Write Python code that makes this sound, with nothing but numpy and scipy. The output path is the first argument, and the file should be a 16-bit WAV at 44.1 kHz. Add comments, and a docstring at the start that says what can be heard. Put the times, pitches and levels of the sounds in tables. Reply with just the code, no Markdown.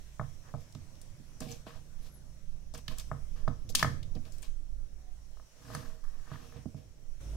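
"""Hands busy at a wooden table

Hands move a small plastic meter, its leads and a few tools about on a wooden table in a quiet room.
Knocks ring the case and the table top as dying tones; hard parts click in short bursts of noise.
Sliding things hiss in uneven grains. A hum, a rumble, a far engine, a faint far tone and air hiss lie
under it, with a thin squeak. Two microphone ports listen; the right one takes up more of the wood's bass.
"""
import sys
import numpy as np
from scipy import signal
from scipy.fft import rfft, irfft, next_fast_len
from scipy.io import wavfile
from scipy.ndimage import uniform_filter1d

SR = 44100
rng = np.random.default_rng(int(sys.argv[2]) if len(sys.argv) > 2 else 0)


def persist_wave(psi):
    """Save psi, clipped to +-1, as 16-bit WAV."""
    counts = np.round(np.clip(psi, -1, 1) * 32767).astype(np.int16)
    wavfile.write(sys.argv[1], SR, np.atleast_2d(counts).T)


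N = 324569  # length in samples

# Room tone and microphone hiss. Each row: pitch in Hz, strength in dB (only the shape counts).
AIR_SPECTRUM = [(35, -54.5), (60, -9.5), (98, -24.5), (149, -28.5), (243, -35.5), (300, -32.5), (361, -36),
                (467, -36.5), (576, -32.5), (647, -34), (727, -38.5), (4700, -43), (5800, -34.5),
                (6510, -40), (15800, -56)]
# How the air changes. Each row: time in seconds, hiss level in dB, lift of the bass in dB.
AIR_LEVEL = [(0.0, -65, 3), (0.92, -66.5, 10.5), (1.62, -66, 8), (2.7, -70, 8.5), (3.0, -64, 4.5),
             (3.7, -69, 20.5), (3.87, -58.5, 19), (4.03, -70, 22.5), (4.39, -64.5, 6), (4.61, -71, 13),
             (5.23, -69.5, 9), (5.79, -63, -5), (6.01, -69, 4), (6.47, -63.5, 5.5), (6.79, -70, 12),
             (7.2, -69.5, 9), (7.21, -61, 12.5), (7.36, -61.5, 20.5)]
# How alike the air is at both ports. Each row: pitch in Hz, likeness (1 is the same, 0 unrelated).
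AIR_LIKENESS = [(60, 0.076), (180, 0.44), (550, 0.46), (1650, 0.076), (4970, -0.051), (15000, 0.51)]
# Balance of the air. Each row: pitch in Hz, left minus right in dB.
AIR_BALANCE = [(60, -3.5), (180, -4), (550, 1), (1650, 0.5), (4970, -1), (15000, 8.5)]
# The hum swells and sinks. Each row: time in seconds, level midway between the ports in dB.
HUM_LEVEL = [(0.0, -58), (0.12, -53), (1.0, -78), (1.41, -56), (1.8, -63), (3.26, -47), (4.26, -62),
             (4.37, -51), (4.67, -54), (4.73, -42.5), (4.9, -57), (4.94, -49.5), (5.43, -57.5), (5.49, -75),
             (5.62, -61), (7.17, -59.5), (7.26, -42.5), (7.36, -40.5)]
# The rumble swells and sinks. Each row: time in seconds, level at the right port in dB.
RUMBLE_LEVEL = [(0.0, -48), (1.6, -46), (1.66, -81), (1.76, -34), (1.86, -48.5), (1.99, -33.5), (2.17, -52),
                (2.29, -39), (3.22, -36), (4.78, -32), (4.96, -46), (5.08, -33.5), (5.68, -54), (6.01, -30),
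                (6.74, -58.5), (7.13, -35), (7.15, -36), (7.36, -52)]
# Steady tones of a far idling engine. Each row: pitch in Hz, level in dB before the gain below.
ENGINE_LINES = [(81, -63), (108, -67.5), (136, -63), (163, -64.5), (190, -76.5), (245, -77.5)]
# The engine comes and goes. Each row: time in seconds, gain in dB.
ENGINE_GAIN = [(0, -8), (.5, -5.5), (1.5, -1.5), (2.6, -1), (3.3, -5.5), (4.2, -4), (4.8, -21)]
# A faint far tone. Each row: time in seconds, pitch in Hz, level in dB.
HOOT = [(4.95, 733, -92), (5.03, 753, -77), (5.085, 730, -73), (5.2, 720, -94.5)]
# A thin high squeak. Each row: time in seconds, pitch in Hz, level in dB.
SQUEAK = [(2.0, 10800, -74), (2.084, 11200, -86), (2.148, 11300, -68), (2.224, 10300, -87),
          (2.296, 11000, -84), (2.41, 10600, -90)]
# Tones of the plastic case, in a low, a middle and a high family.
# Each row: pitch in Hz, level in dB within its family, seconds to die by 60 dB at factor 1.
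CASE_TONES = [
    [(468.8, -10, 0.24), (504.6, -5, 0.1), (638.6, 13, 0.034), (634, -18.5, 0.43), (755, -6, 0.11)],
    [(1123, 4, 0.028), (1230, 9.5, 0.025), (1439, -4.5, 0.055)],
    [(1752, -5.5, 0.05), (2163, -12, 0.027)],
]
# Tones of the table top, with the same families and columns.
TABLE_TONES = [
    [(86, 0, 0.64)],
    [(120, 4.5, 0.22), (140.3, 5.5, 0.26), (177.2, -9, 0.22)],
    [(215.4, -2, 0.24), (240, 2.5, 0.18), (282.8, -4.5, 0.22), (342, -2.5, 0.07)],
]
# Sliding strokes. Each row: strongest moment in seconds, swell in seconds, fade in seconds,
# scratch of the contact in dB, its fine hiss in dB, case ring in dB, table ring in dB.
SLIDES = [(0.49, 0.1, 0.043, -75, -86, -59, -66), (0.61, 0.021, 0.065, -78, -67, -85, -66),
          (1.419, 0.018, 0.083, -57, -56.5, -56, -43), (1.513, 0.091, 0.11, -56.5, -56, -62, -50.5),
          (1.669, 0.0091, 0.16, -59.5, -64, -54.5, -57), (1.769, 0.053, 0.032, -72, -73, -65, -74),
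          (2.066, 0.11, 0.078, -68.5, -63, -68.5, -68), (2.75, 0.012, 0.035, -55.5, -55, -52, -52),
          (2.784, 0.028, 0.044, -61, -58.5, -60.5, -57), (2.919, 0.052, 0.066, -59, -60, -54.5, -52),
          (2.998, 0.036, 0.051, -56.5, -53.5, -57, -62), (3.363, 0.007, 0.19, -71, -73, -64, -63),
          (3.7, .006, 0.025, -73, -46, -63, -51), (3.799, 0.052, 0.07, -43, -45, -47, -59),
          (4.163, 0.012, 0.035, -63, -87, -65, -46), (4.265, 0.023, 0.063, -66, -68, -63.5, -58.5),
          (4.325, 0.0095, 0.099, -90, -63, -88, -74), (4.43, 0.012, 0.091, -57, -60, -60, -65),
          (5.748, .2, 0.3, -61.5, -58, -52.5, -49.5), (6.04, 0.0077, 0.41, -91, -74, -64, -74),
          (6.338, 0.13, 0.11, -63.5, -68.5, -55, -58.5), (6.45, 0.15, 0.15, -69.5, -70, -65.5, -61.5),
          (6.569, 0.079, 0.12, -67.5, -89.5, -64.5, -59), (6.771, 0.015, 0.15, -73, -71.5, -71, -60.5)]
# Colour of the sliding noise. 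Each row: pitch in Hz, strength in dB (only the shape counts).
SLIDE_SPECTRUM = [(880, -31.5), (1500, -12), (2050, -31), (2200, -4), (4800, -8.5), (8970, -24),
                  (13900, -23.5), (15500, -32)]
# Clicks of hard parts. Each row: time in seconds, level in dB, centre in Hz, width in octaves,
# push towards the left in dB.
CLICKS = [(0.724, -49, 5540, 0.8, 8), (0.749, -46, 3050, 1, 8), (0.954, -54.5, 4130, 0.95, 14),
          (1.015, -45.5, 6300, 0.77, 12), (1.404, -34.5, 6540, 0.51, 14), (1.5064, -49, 7140, 0.52, 17),
          (1.515, -39.5, 6660, 0.23, 19), (1.523, -44, 6000, 0.32, -4), (2.7387, -44.5, 5850, 0.52, 19),
          (2.745, -40.5, 5850, 0.38, 6), (2.7764, -50, 7800, 0.41, 26), (2.8803, -29, 2900, 0.79, 5.5),
          (2.9838, -35.5, 6000, 1.1, 12), (2.997, -35.5, 5000, 0.8, 5), (3.48, -45.5, 3900, 0.52, 13),
          (3.691, -38, 4500, 0.83, 9.5), (3.723, -51, 5070, 0.6, 0), (3.7508, -17.5, 5010, 0.92, 22),
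          (3.753, -14.5, 4000, 0.8, 3), (3.794, -26.5, 3830, 0.85, 2), (3.8272, -21, 3340, 0.94, 6.5),
          (4.0295, -43, 3070, 0.9, 10), (4.151, -46.5, 4500, 0.36, 15), (4.252, -49, 3100, 0.65, 6),
          (4.3214, -50.5, 6250, 0.38, 23.5), (4.383, -49.5, 6080, 0.73, 14), (4.421, -51.5, 8670, 0.6, 22),
          (4.4282, -43.5, 7260, 0.3, 16.5), (5.749, -33.5, 6350, 0.75, 5), (6.568, -59, 3430, 0.42, 3.5)]
# Knocks. Each row: start in seconds, case level in dB, hardness in dB (lifts the case's high tones and
# lowers its low ones), table level in dB, lift of the table's high tones in dB, factor on the
# table's ring times (under 1 dies sooner, over 1 rings longer), push of the case towards the left in dB.
KNOCKS = [(0.1953, -26.5, 5.5, -31.5, -10, 1.13, 4), (0.2115, -33.5, -0.5, -43, -21, 0.95, 4),
          (0.3733, -72, -7, -70, 0, .6, 1), (0.539, -37.5, -0.5, -33, -4.5, 0.72, 1),
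          (0.5475, -45.5, -8.5, -41, 2, 0.44, 14), (0.7506, -48, 1, -39, 4, 0.69, -3),
          (1.1976, -81, -10, -48.5, 10, 0.51, 2), (1.318, -60, 2, -62, 3, 0.51, 3),
          (1.406, -44.5, 8.5, -55, 25, 0.42, 6), (1.4644, -62, -15, -59.5, 29, 0.49, -13),
          (1.5188, -60, -11, -60, 11, 0.88, 13), (1.6663, -51.5, -12, -47, 15, 0.15, -2),
          (1.7594, -64, -16, -52, -3, 0.72, -1), (2.7394, -56, -12, -45, -23, .45, 10),
          (2.8811, -42.5, 11.5, -38.5, 3, 0.65, 11), (3.1141, -26.5, 4, -33, -5.5, 1.06, 4),
          (3.477, -24.5, 3, -28, 2, 0.74, 2.5), (3.7486, -29, 11, -48, 12.5, 0.97, 3.5),
          (3.8265, -14, 11, -28.5, -1.5, 2.17, 2.5), (3.8457, -20, 6.5, -38, -11.5, .3, 5),
          (4.1524, -55.5, -4, -40.5, 9.5, 0.99, 1.5), (5.3706, -54.5, 4, -71.5, -3, .9, 13.5),
          (5.397, -48, 5, -61, 4.5, 0.78, -1.5), (5.7014, -40.5, 1.5, -56, -11, .8, 1),
          (5.7492, -30, 8.5, -38, -18, 1.4, 3.5), (6.1958, -56.5, 10, -56, -8, 0.7, 0),
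          (6.276, -50, 7, -54, -9, 0.8, 4.5), (6.3154, -39, 5, -35.5, 0.5, 0.85, 0.6),
          (6.357, -46.5, 11, -62, -4, .7, -1), (6.5232, -50.5, 9, -65.5, 3, .67, 0.1),
          (6.56, -55, -5.5, -40, -0.5, 0.89, -0.5), (6.6565, -55.5, -13, -34.5, 12.5, 0.44, 0),
          (6.7446, -59.5, -12, -36.5, 2, 0.64, 5.5)]
# How long the room rings. Each row: pitch in Hz, seconds to die by 60 dB.
ROOM_RING = [(150, 0.13), (600, 0.24), (2000, 0.34), (6000, 0.34), (14000, 0.28)]
# Single reflections. Each row: delay in seconds, level in dB.
ECHOES = [(0.017, -26.5), (0.034, -26.5)]
# How the ports differ for near sounds. Each row: pitch in Hz, left minus right in dB.
PORT_BALANCE = [(60, -13), (99, -4.5), (160, -7), (270, 14), (450, -10.5), (740, 3.5), (1220, -0.5),
                (2010, 2.5), (3330, 7.5), (5500, -3), (9080, 10.5), (15000, 9.5)]

PATCHES_DB = 1.6  # how uneven the air is
HUM_HZ, HUM_DRIFT_HZ, HUM_WAVER_DB = 51.3, 1.51, 2
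RUMBLE_LUMPS_DB = 3  # how uneven the rumble is
RUMBLE_SIDE_DB, RUMBLE_SWAY_DB = -22.5, 1  # left minus right, and how far that wanders
STROKE_DEPTH_DB, STROKE_BEND = -26.5, 1.215  # level at both ends of a stroke; a bend over 1 rounds its top
DRONE_DB, DRONE_RISE_S = -2, 0.05  # drone beside the table ring, and its swell
CLICK_S = 0.0044  # a click dies to about a third in this time
CASE_LOW_DB, CASE_HIGH_DB = -3, -18.5  # beside the middle tones, at hardness 0
CASE_HIGH_SLOPE = 1.8  # dB gained by the high tones for each dB of hardness
TABLE_LOW_DB, TABLE_HIGH_DB = -13, -11.5  # beside the middle tones, at lift 0
TABLE_LOW_SLOPE = 0.1  # the deep tone answers the lift by this share
TABLE_SIDE_DB = -15  # left minus right
EDGE_HZ = 15900  # upper limit of the recorder


def amp(db):
    """Turns decibels into a plain factor."""
    return 10 ** (np.asarray(db) / 20)


def evened(x):
    """Scales a signal to an average strength (RMS) of 1."""
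    return x / np.sqrt(np.mean(x ** 2) + 1e-20)


def read(points, hz):
    """Looks a spectrum up on a log-frequency axis."""
    f, value = np.transpose(points)
    return np.interp(np.log(hz + 1), np.log(f + 1), value)


def curves(rows, t):
    """Joins the rows of a table by straight lines in time."""
    s, *columns = np.transpose(rows)
    return [np.interp(t, s, column) for column in columns]


def add(mix, s, sound, side_db):
    """Lays a sound into both channels at time s, pushed to the left by side_db."""
    part = mix[:, round(s * SR):][:, :sound.shape[-1]]
    placed = amp([[side_db / 2], [-side_db / 2]]) * sound
    part += placed[:, :part.shape[1]]


def coloured(x, gain):
    """Filters x by gain(Hz)."""
    size = next_fast_len(x.shape[-1])
    spectrum = rfft(x, size) * gain(np.fft.rfftfreq(size, 1 / SR))
    return irfft(spectrum, size)[..., :x.shape[-1]]


def wander():
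    """A slow random curve with nothing faster than 6 Hz."""
    return evened(coloured(rng.standard_normal(N), lambda f: f < 6))


def ring(modes, rise, length=1):
    """The dying tones of one family, peak 1; the contact lasts a moment, so they swell."""
    t = np.arange(round(0.6 * SR)) / SR
    tones = sum(amp(db - 60 * t / (t60 * length)) * np.sin(2 * np.pi * hz * t)
                for hz, db, t60 in modes)
    tones *= np.sin(np.pi / 2 * np.minimum(t / rise, 1)) ** 2
    return tones / abs(tones).max()


def convolved(x, tones):
    """Lets every grain of a noise set off the given tones."""
    return evened(signal.oaconvolve(x, np.atleast_2d(tones))[:, :N])


def air():
    """Room tone and hiss from random short-time spectra with faint patches; the bass follows its own lift."""
    frames, hz = N // 256 + 5, np.fft.rfftfreq(1024, 1 / SR)
    a, b, c, d, patches = rng.standard_normal((frames, 513, 5)).T
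    patches = uniform_filter1d(patches, size=12, axis=0)  # smooth over pitch
    patches = evened(uniform_filter1d(patches, size=14, axis=1))  # smooth over time
    same = np.clip(read(AIR_LIKENESS, hz), -1, 1)[:, None]
    left = a + 1j * b
    right = same * left + np.sqrt(1 - same ** 2) * (c + 1j * d)
    colour = amp(read(AIR_SPECTRUM, hz) + read(AIR_BALANCE, hz) * [[0.5], [-0.5]])
    z = np.array([left, right]) * colour[..., None] * amp(PATCHES_DB * patches)
    top = (hz > 2500)[:, None]
    high, low = (signal.istft(z * part, nperseg=1024, noverlap=768)[1][:, :N] for part in (top, ~top))
    hiss_db, lift_db = curves(AIR_LEVEL, np.arange(N) / SR)
    bass_share = lambda f: 1 / (1 + (f / 300) ** 2)
    bass = coloured(low * amp(lift_db), bass_share)
    rest = coloured(low, lambda f: 1 - bass_share(f))
    return amp(hiss_db) * (high + bass + rest) / high.std()


def hum():
    """One low tone that drifts in pitch and wavers in level."""
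    level = amp(curves(HUM_LEVEL, np.arange(N) / SR)[0] + HUM_WAVER_DB * wander())
    turns = np.cumsum(HUM_HZ + HUM_DRIFT_HZ * wander()) / SR
    return np.sqrt(2) * level * np.sin(2 * np.pi * turns) * amp([[-2.5], [2.5]])


def rumble():
    """Lumpy noise, mostly between 7 and 22 Hz, that differs at each port."""
    right_db = curves(RUMBLE_LEVEL, np.arange(N) / SR)[0] + RUMBLE_LUMPS_DB * wander()
    side_db = RUMBLE_SIDE_DB + RUMBLE_SWAY_DB * wander()
    band = lambda f: f ** 2 / (f ** 2 + 6.6 ** 2) / (1 + (f / 22) ** 8)
    a, b = coloured(rng.standard_normal((2, N)), band)
    return amp([right_db + side_db, right_db]) * [evened(a), evened(a + 0.21 * b)]


def engine():
    """The tones of a far idling engine, all following one speed."""
    clock = np.cumsum(1 + 0.0027 * wander()) / SR  # its speed is not quite even
    tones = sum(np.sqrt(2) * amp(db) * np.sin(2 * np.pi * (hz * clock + rng.random()))
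                for hz, db in ENGINE_LINES)
    gain_db = curves(ENGINE_GAIN, np.arange(N) / SR)[0]
    return tones * amp(gain_db + [[-1.5], [1.5]])


def tone(rows, side_db, flicker_db):
    """A near sine that glides and flickers."""
    out, t = np.zeros((2, N)), np.arange(rows[0][0], rows[-1][0], 1 / SR)
    hz, db = curves(rows, t)
    flicker = uniform_filter1d(rng.standard_normal(len(t)), size=400)
    db += flicker_db * evened(uniform_filter1d(flicker, size=400))
    wave = np.sqrt(2) * amp(db) * np.sin(2 * np.pi * np.cumsum(hz) / SR)
    add(out, t[0], wave * signal.windows.tukey(len(t), 0.1), side_db)
    return out


def slides():
    """Uneven grains of contact hiss by themselves and shake the case and the table."""
    fine = evened(uniform_filter1d(rng.standard_normal(N), size=90))
    coarse = evened(uniform_filter1d(rng.standard_normal(N), size=300))
    grains = rng.standard_normal((2, N)) * amp(fine)
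    slips = grains * amp(2.2 * coarse)  # the case sticks and slips
    contact = grains + 0.18 * grains[::-1]  # each port hears a little of the other's grains
    colour = lambda f: amp(read(SLIDE_SPECTRUM, f))
    below = lambda f: 1 / (1 + (f / 5000) ** 6)  # share below 5000 Hz
    scratch = evened(coloured(contact, lambda f: colour(f) * below(f)))
    hiss = evened(coloured(contact, lambda f: colour(f) * (1 - below(f))))
    case_tones = ring(CASE_TONES[1], 0.0014, 0.28) + 0.49 * ring(CASE_TONES[2], 0.0046, 0.12)
    table_tones = ring(TABLE_TONES[1], 0.0052) + 0.45 * ring(TABLE_TONES[2], 0.01)
    shell = convolved(slips + 0.15 * slips[::-1], case_tones)
    wood = convolved(grains.sum(0)[None], table_tones)[0]
    # a rubbed table also keeps the long low tones of the case singing
    drone = convolved(slips, ring(CASE_TONES[0], DRONE_RISE_S))
    light, heavy = np.zeros((2, 2, N))
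    for s, swell, dies, scratch_db, hiss_db, case_db, table_db in SLIDES:
        at = np.arange(round((s - swell) * SR), round((s + dies) * SR))
        # 0 at the strongest moment, 1 at the ends
        away = np.where(at < s * SR, (s - at / SR) / swell, (at / SR - s) / dies)
        fade = amp(STROKE_DEPTH_DB * abs(away) ** STROKE_BEND)
        rub = amp(scratch_db) * scratch[:, at] + amp(hiss_db) * hiss[:, at]
        rub += amp(case_db) * shell[:, at] + amp(table_db + DRONE_DB) * drone[:, at]
        add(light, s - swell, fade * rub, 0.1)
        add(heavy, s - swell, fade * amp(table_db) * wood[at], TABLE_SIDE_DB)
    return light, heavy


def clicks():
    """A few milliseconds of crackle around a broad peak, partly different at each port."""
    out, t = np.zeros((2, N)), np.arange(2048) / SR
    envelope = np.minimum(t / 0.0011, 1) ** 2 * np.exp(-t / CLICK_S)
    for s, db, hz, width, side_db in CLICKS:
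        def peak(f):
            hump = 0.08 + 1 / (1 + (np.log2(f / hz + 1e-9) / width) ** 4)
            return hump * f ** 4 / (f ** 4 + 1800.0 ** 4)  # little below 1800 Hz

        a, b, c = rng.standard_normal((3, 2048))
        noise = evened(coloured(np.array([a + 0.35 * b, a + 3.68 * c]), peak))
        add(out, s - 0.0005, amp(db) * noise * envelope, side_db)
    return out


def knocks():
    """Where and how hard a blow lands decides how much each family of tones sounds."""
    case, table = np.zeros((2, 2, N))
    low, middle, high = (ring(family, 0.0021) for family in CASE_TONES)
    t = np.arange(len(low)) / SR
    settles = 0.13 + 0.6 * np.exp(-(t / 0.0064) ** 2)  # a hand on the case soon damps the upper tones
    for s, case_db, hard_db, table_db, lift_db, length, side_db in KNOCKS:
        bright = middle + amp(CASE_HIGH_DB + CASE_HIGH_SLOPE * hard_db) * high
        shell = amp(CASE_LOW_DB - hard_db) * low + settles * bright
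        deep, body, upper = (ring(family, 0.0059, length) for family in TABLE_TONES)
        wood = amp(TABLE_LOW_DB + TABLE_LOW_SLOPE * lift_db) * deep + body
        wood += amp(TABLE_HIGH_DB + lift_db) * upper
        add(case, s, amp(case_db) * shell, side_db)
        add(table, s, amp(table_db) * wood, TABLE_SIDE_DB)
    return case, table


def room(x, tail_db):
    """The reflected sound alone: clear echoes and sparse taps of random sign, each band dying at its own speed."""
    taps = np.zeros((2, SR // 2))
    at = np.arange(400, SR // 2 - 20, 20) + rng.integers(0, 20, (2, (SR // 2 - 401) // 20))
    np.put_along_axis(taps, at, rng.choice([-1.0, 1.0], at.shape), 1)
    hz, t, z = signal.stft(taps, SR, nperseg=256)
    dying = amp(-60 * t / read(ROOM_RING, hz)[:, None])
    tail = signal.istft(z * dying, SR, nperseg=256)[1]
    tail *= amp(tail_db) / np.linalg.norm(tail[0])
    for s, db in ECHOES:
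        tail[:, round(s * SR)] += amp(db)
    return signal.fftconvolve(x, tail, axes=1)[:, :N]


def scene():
    """Knocks on the case and clicks go through the room; wood, slides and background arrive as they are."""
    background = air() + hum() + rumble() + engine() + tone(HOOT, 0.11, 3.7)
    squeak = tone(SQUEAK, 17.0, 2.4)
    light, heavy = slides()
    ticks = clicks()
    case, table = knocks()
    # knocks stay closer to the wood than clicks, so they send a little less into the room
    hits = case + ticks + room(amp(-0.5) * case + ticks, -9.5)
    near = coloured(hits + light, lambda f: amp(read(PORT_BALANCE, f) * [[0.5], [-0.5]]))
    return background + squeak + near + heavy + table


def record(dry):
    """The band limit of the recorder: a steep filter takes away the highest tones."""
    low_pass = signal.firwin(511, EDGE_HZ, window=("kaiser", 9), fs=SR)
    return signal.oaconvolve(dry, low_pass[None], "same")


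dry = scene()
out = record(dry)
persist_wave(out)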